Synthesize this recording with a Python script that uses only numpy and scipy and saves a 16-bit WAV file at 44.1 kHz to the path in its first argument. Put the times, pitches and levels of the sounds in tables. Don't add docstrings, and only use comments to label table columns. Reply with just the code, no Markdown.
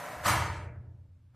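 import sys
import numpy as np
from scipy import signal
from scipy.fft import rfft, irfft
from scipy.io import wavfile
from scipy.ndimage import uniform_filter1d

SR = 44100
rng = np.random.default_rng(int(sys.argv[2]) if len(sys.argv) > 2 else 0)


def boost_factor(decibels):
    exponent = np.asarray(decibels, float) / 20
    return 10 ** exponent


def file_out(sig):
    cols = np.atleast_2d(sig).T
    lim = np.clip(cols, -1, 1)
    pcm = np.round(lim * 32767).astype(np.int16)
    wavfile.write(sys.argv[1], SR, pcm)


N = 59535
TIME = np.arange(N) / SR


def evened(x):
    return x / np.sqrt(np.mean(x ** 2) + 1e-20)


def read(points, hz):
    f, value = np.transpose(points)
    return np.interp(np.log(hz + 1), np.log(f + 1), value)


def colour(x, points):
    return evened(irfft(rfft(x) * boost_factor(read(points, np.fft.rfftfreq(N, 1 / SR))), N))


def to_bands(x):
    return signal.stft(x, SR, nperseg=1024, noverlap=768)


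def from_bands(z):
    return signal.istft(z, SR, nperseg=1024, noverlap=768)[1][..., :N]


def rustle(per_s, spread_db, points, smooth=1.2):
    hit = rng.random(N) < per_s / SR
    size = np.minimum(rng.exponential(1, N), 4)
    signs, noise = rng.standard_normal((2, N))
    slips = hit * boost_factor(spread_db * size) * np.sign(signs)
    return colour(evened(slips) + smooth * noise, points)


def ringing(start_s, peak_db, hz, t60_s, rise_s):
    since = np.maximum(TIME - start_s, 0)
    return boost_factor(peak_db - 60 * since / t60_s) * np.sin(2 * np.pi * hz * since) * np.minimum(since / rise_s, 1)


# (frequency [Hz], density [dB per Hz])
HISS_COLOUR = [(120, -34.5), (200, 1.5), (431, -13.5), (455, -13.5), (881, -10), (1130, -8.5),
               (14300, -27.5)]


def hiss():
    return boost_factor(-81.5) * colour(rng.standard_normal(N), HISS_COLOUR)


# (frequency [Hz], density [dB per Hz])
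SLAB_COLOUR = [(30, -23.5), (60, -4), (110, -3), (160, 2), (205, -4), (235, -20.5), (500, -43.5)]


def rumble():
    level_db, before_db = -46, -13
    start_s, rise_s, t60_s = .25, .05, 1.8
    swell_db = np.interp(TIME, [start_s, start_s + rise_s], [before_db, 0])
    fall_db = 60 * np.maximum(TIME - start_s, 0) / t60_s
    return boost_factor(level_db + swell_db - fall_db) * colour(rng.standard_normal(N), SLAB_COLOUR)


# (frequency [Hz], t60 [s])
WALL_T60 = [(150, 4.5), (400, 1.26), (900, 0.57), (2000, 0.91), (4000, 0.64), (8000, 0.6), (13000, 0.38)]
# (frequency [Hz], level [dB], t60 [s])
WALL_RINGS = [(201, -2, .9), (265, -7, .8), (299, -2, 1.3), (316, -1, 1.4), (327, 0, 1.2), (582, -9, .9),
              (598, -9, 1), (609, -4, 1.15), (622, -5, 1.15), (726, -7, .75), (750, -4, .6)]


def room(x):
    first_echo_s, rings_db = 0.009, -49.5
    sway_per_s = 9
    taps = rng.standard_normal((3, N)) * np.clip(TIME / first_echo_s - 1, 0, 1)
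    hz, t, z = signal.stft(taps, SR, nperseg=256)
    decay = boost_factor(-60 * t / read(WALL_T60, hz)[:, None])
    tails = signal.istft(z * decay, SR, nperseg=256)[1][:, :N]
    tails = tails / np.linalg.norm(tails[0])
    phases = np.arange(3)[:, None] / 3
    turns = np.sqrt(2 / 3) * np.cos(2 * np.pi * (sway_per_s * TIME + phases))
    echoes = signal.fftconvolve(x * turns, tails, axes=1).sum(0)
    rings = sum(boost_factor(rings_db + db - 60 * TIME / t60) * np.sin(2 * np.pi * f * TIME)
                for f, db, t60 in WALL_RINGS)
    return (echoes + signal.fftconvolve(x, rings))[:N]


# (time [s], level [dB])
SLIDE_EFFORT = [(0, -39.5), (.04, -44), (.11, -46), (.19, -49), (.23, -47), (.25, -60), (.3, -110),
                (1.3, -110), (1.332, -70), (1.35, -54)]
# (frequency [Hz], density [dB per Hz])
SLIDE_SPECTRUM = [(59, -41), (100, -11), (320, -18), (378, -17.5), (410, -10.5), (765, 1), (1790, -5.5),
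                  (3140, -19.5), (14300, -24)]


def slide():
    s, db = np.transpose(SLIDE_EFFORT)
    return boost_factor(np.interp(TIME, s, db)) * rustle(5000, 1.5, SLIDE_SPECTRUM)


# (frequency [Hz], density [dB per Hz])
SNAP_SPECTRUM = [(150, -43), (260, -19), (323, -13), (376, -17.5), (747, -0.5), (1280, 1), (2910, -13.5),
                 (8780, -17.5), (14300, -21)]
# (time [s], peak level [dB], ring [Hz])
CRACKS = [
    (0.265, -23.5, 1200),
    (.277, -22.5, 1046),
    (0.289, -31, 1295),
    (0.298, -30.5, 1414),
    (0.313, -33, 1192),
    (0.3206, -32, 984),
    (0.335, -28, 1450),
    (0.398, -51, 1080),
    (.421, -22.5, 932),
]


def snap():
    start_s, rise_s, hold_s, fall_s = 0.2355, 0.027, 0.032, .05
    corners_s = start_s + np.cumsum([-.01, .01, rise_s, hold_s, fall_s, .05])
    level_db = -24.5 + np.interp(TIME, corners_s, [-80, -19.5, 0, 0, -20, -80])
    out = boost_factor(level_db) * rustle(6000, 1.5, SNAP_SPECTRUM)
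    for s, db, hz in CRACKS:
        out = out + ringing(s, db, hz, t60_s=0.037, rise_s=0.00038)
    return out


# (time [s], push level [dB], length [s])
STAMP_PUSHES = [
    (.296, 0, .004),
]
# (frequency [Hz], level [dB], t60 [s], polarity at the microphone [+1 or -1])
LOW_MODES = [(37.9, -20, 3, 1), (59.5, -8.5, 2.1, 1), (73.4, -1.7, 1.85, 1), (83.5, 1.1, 2.2, 1),
             (91.8, .3, 2.7, 1), (97.8, 1, 1.3, 1), (103.5, -2.6, 1.25, -1), (112.2, -13, 2.5, -1),
             (120, 2.6, 2.1, -1), (121.8, -9.3, 3.2, -1), (136.2, -14, 2.2, 1), (149.1, -12, 2.2, -1),
             (155.8, -7, 1.2, 1), (185, -13, 1.8, 1)]
# (time [s], peak level [dB], ring [Hz], t60 [s])
FOOT_KNOCKS = [
    (.122, -50, 120.5, 0.52),
    (.165, -44.5, 71.9, .3),
    (.212, -41.5, 85, .2),
    (0.2565, -29, 99.1, .2),
    (0.257, -39, 308, 0.36),
    (0.261, -36, 199.7, .5),
]


def boom():
    push = np.zeros(N)
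    for s, db, length_s in STAMP_PUSHES:
        bump = np.sin(np.pi * np.clip((TIME - s) / length_s, 0, 1)) ** 2
        push = push + boost_factor(db) * bump / (length_s * SR / 2)
    modes = sum(sign * boost_factor(db - 60 * TIME / t60) * np.sin(2 * np.pi * hz * TIME)
                for hz, db, t60, sign in LOW_MODES)
    build_up = 1 - np.exp(-(TIME / .009) ** 2)
    out = boost_factor(-35.5) * signal.fftconvolve(push, modes * build_up)[:N]
    for s, db, hz, t60_s in FOOT_KNOCKS:
        out = out - ringing(s, db, hz, t60_s, rise_s=.004)
    return out


def scene():
    dry = slide() + snap()
    heard = dry + boost_factor(-0.5) * room(dry) + boom() + rumble()
    return np.tile(heard, (2, 1))


# (from [Hz], to [Hz], threshold [dB], ratio [dB per dB])
SUPPRESSOR_BANDS = [
    (340, 1900, -73.5, 2.3),
    (1900, 2800, -78, 2.4),
    (2800, 14500, -90, 3),
]


def suppress(x):
    hz, _, z = to_bands(x)
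    change_db = np.zeros(z.shape)
    for lo_hz, hi_hz, threshold_db, ratio in SUPPRESSOR_BANDS:
        band = (hz >= lo_hz) & (hz < hi_hz)
        power = uniform_filter1d((abs(z[band]) ** 2).mean(0), size=7)
        power_db = 10 * np.log10(abs(power) + 1e-20)
        change_db[band] = np.clip((ratio - 1) * (power_db - threshold_db), -16, 0)
    return from_bands(z * boost_factor(uniform_filter1d(change_db, size=9, axis=0)))


# (frequency [Hz], share [0-1])
FILL_SHARE = [(4000, 0.01), (5000, 0.1), (6500, .45), (14000, .4)]


def fill(x):
    hz, t, z = to_bands(x)
    power = uniform_filter1d(abs(z) ** 2, size=16, axis=0)
    level = np.sqrt(uniform_filter1d(power, size=4, axis=1))
    patches = np.kron(rng.random((26, len(t) // 6 + 1)), np.ones((20, 6)))
    filled = patches[:len(hz), :len(t)] < read(FILL_SHARE, hz)[:, None]
    own = to_bands(rng.standard_normal((2, N)))[2]
    own = own / np.sqrt(np.mean(abs(own) ** 2))
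    return from_bands(np.where(filled, level * own, z))


def low_pass(x):
    return signal.sosfilt(signal.butter(12, 14430, fs=SR, output="sos"), x)


def record(dry):
    both = fill(suppress(dry[0]) + hiss())
    lowpass = signal.firwin(1023, 14330, window=("kaiser", 9), fs=SR)
    both = signal.oaconvolve(both, lowpass[None], "same")
    return low_pass(both)


dry = scene()
out = record(dry)
file_out(out)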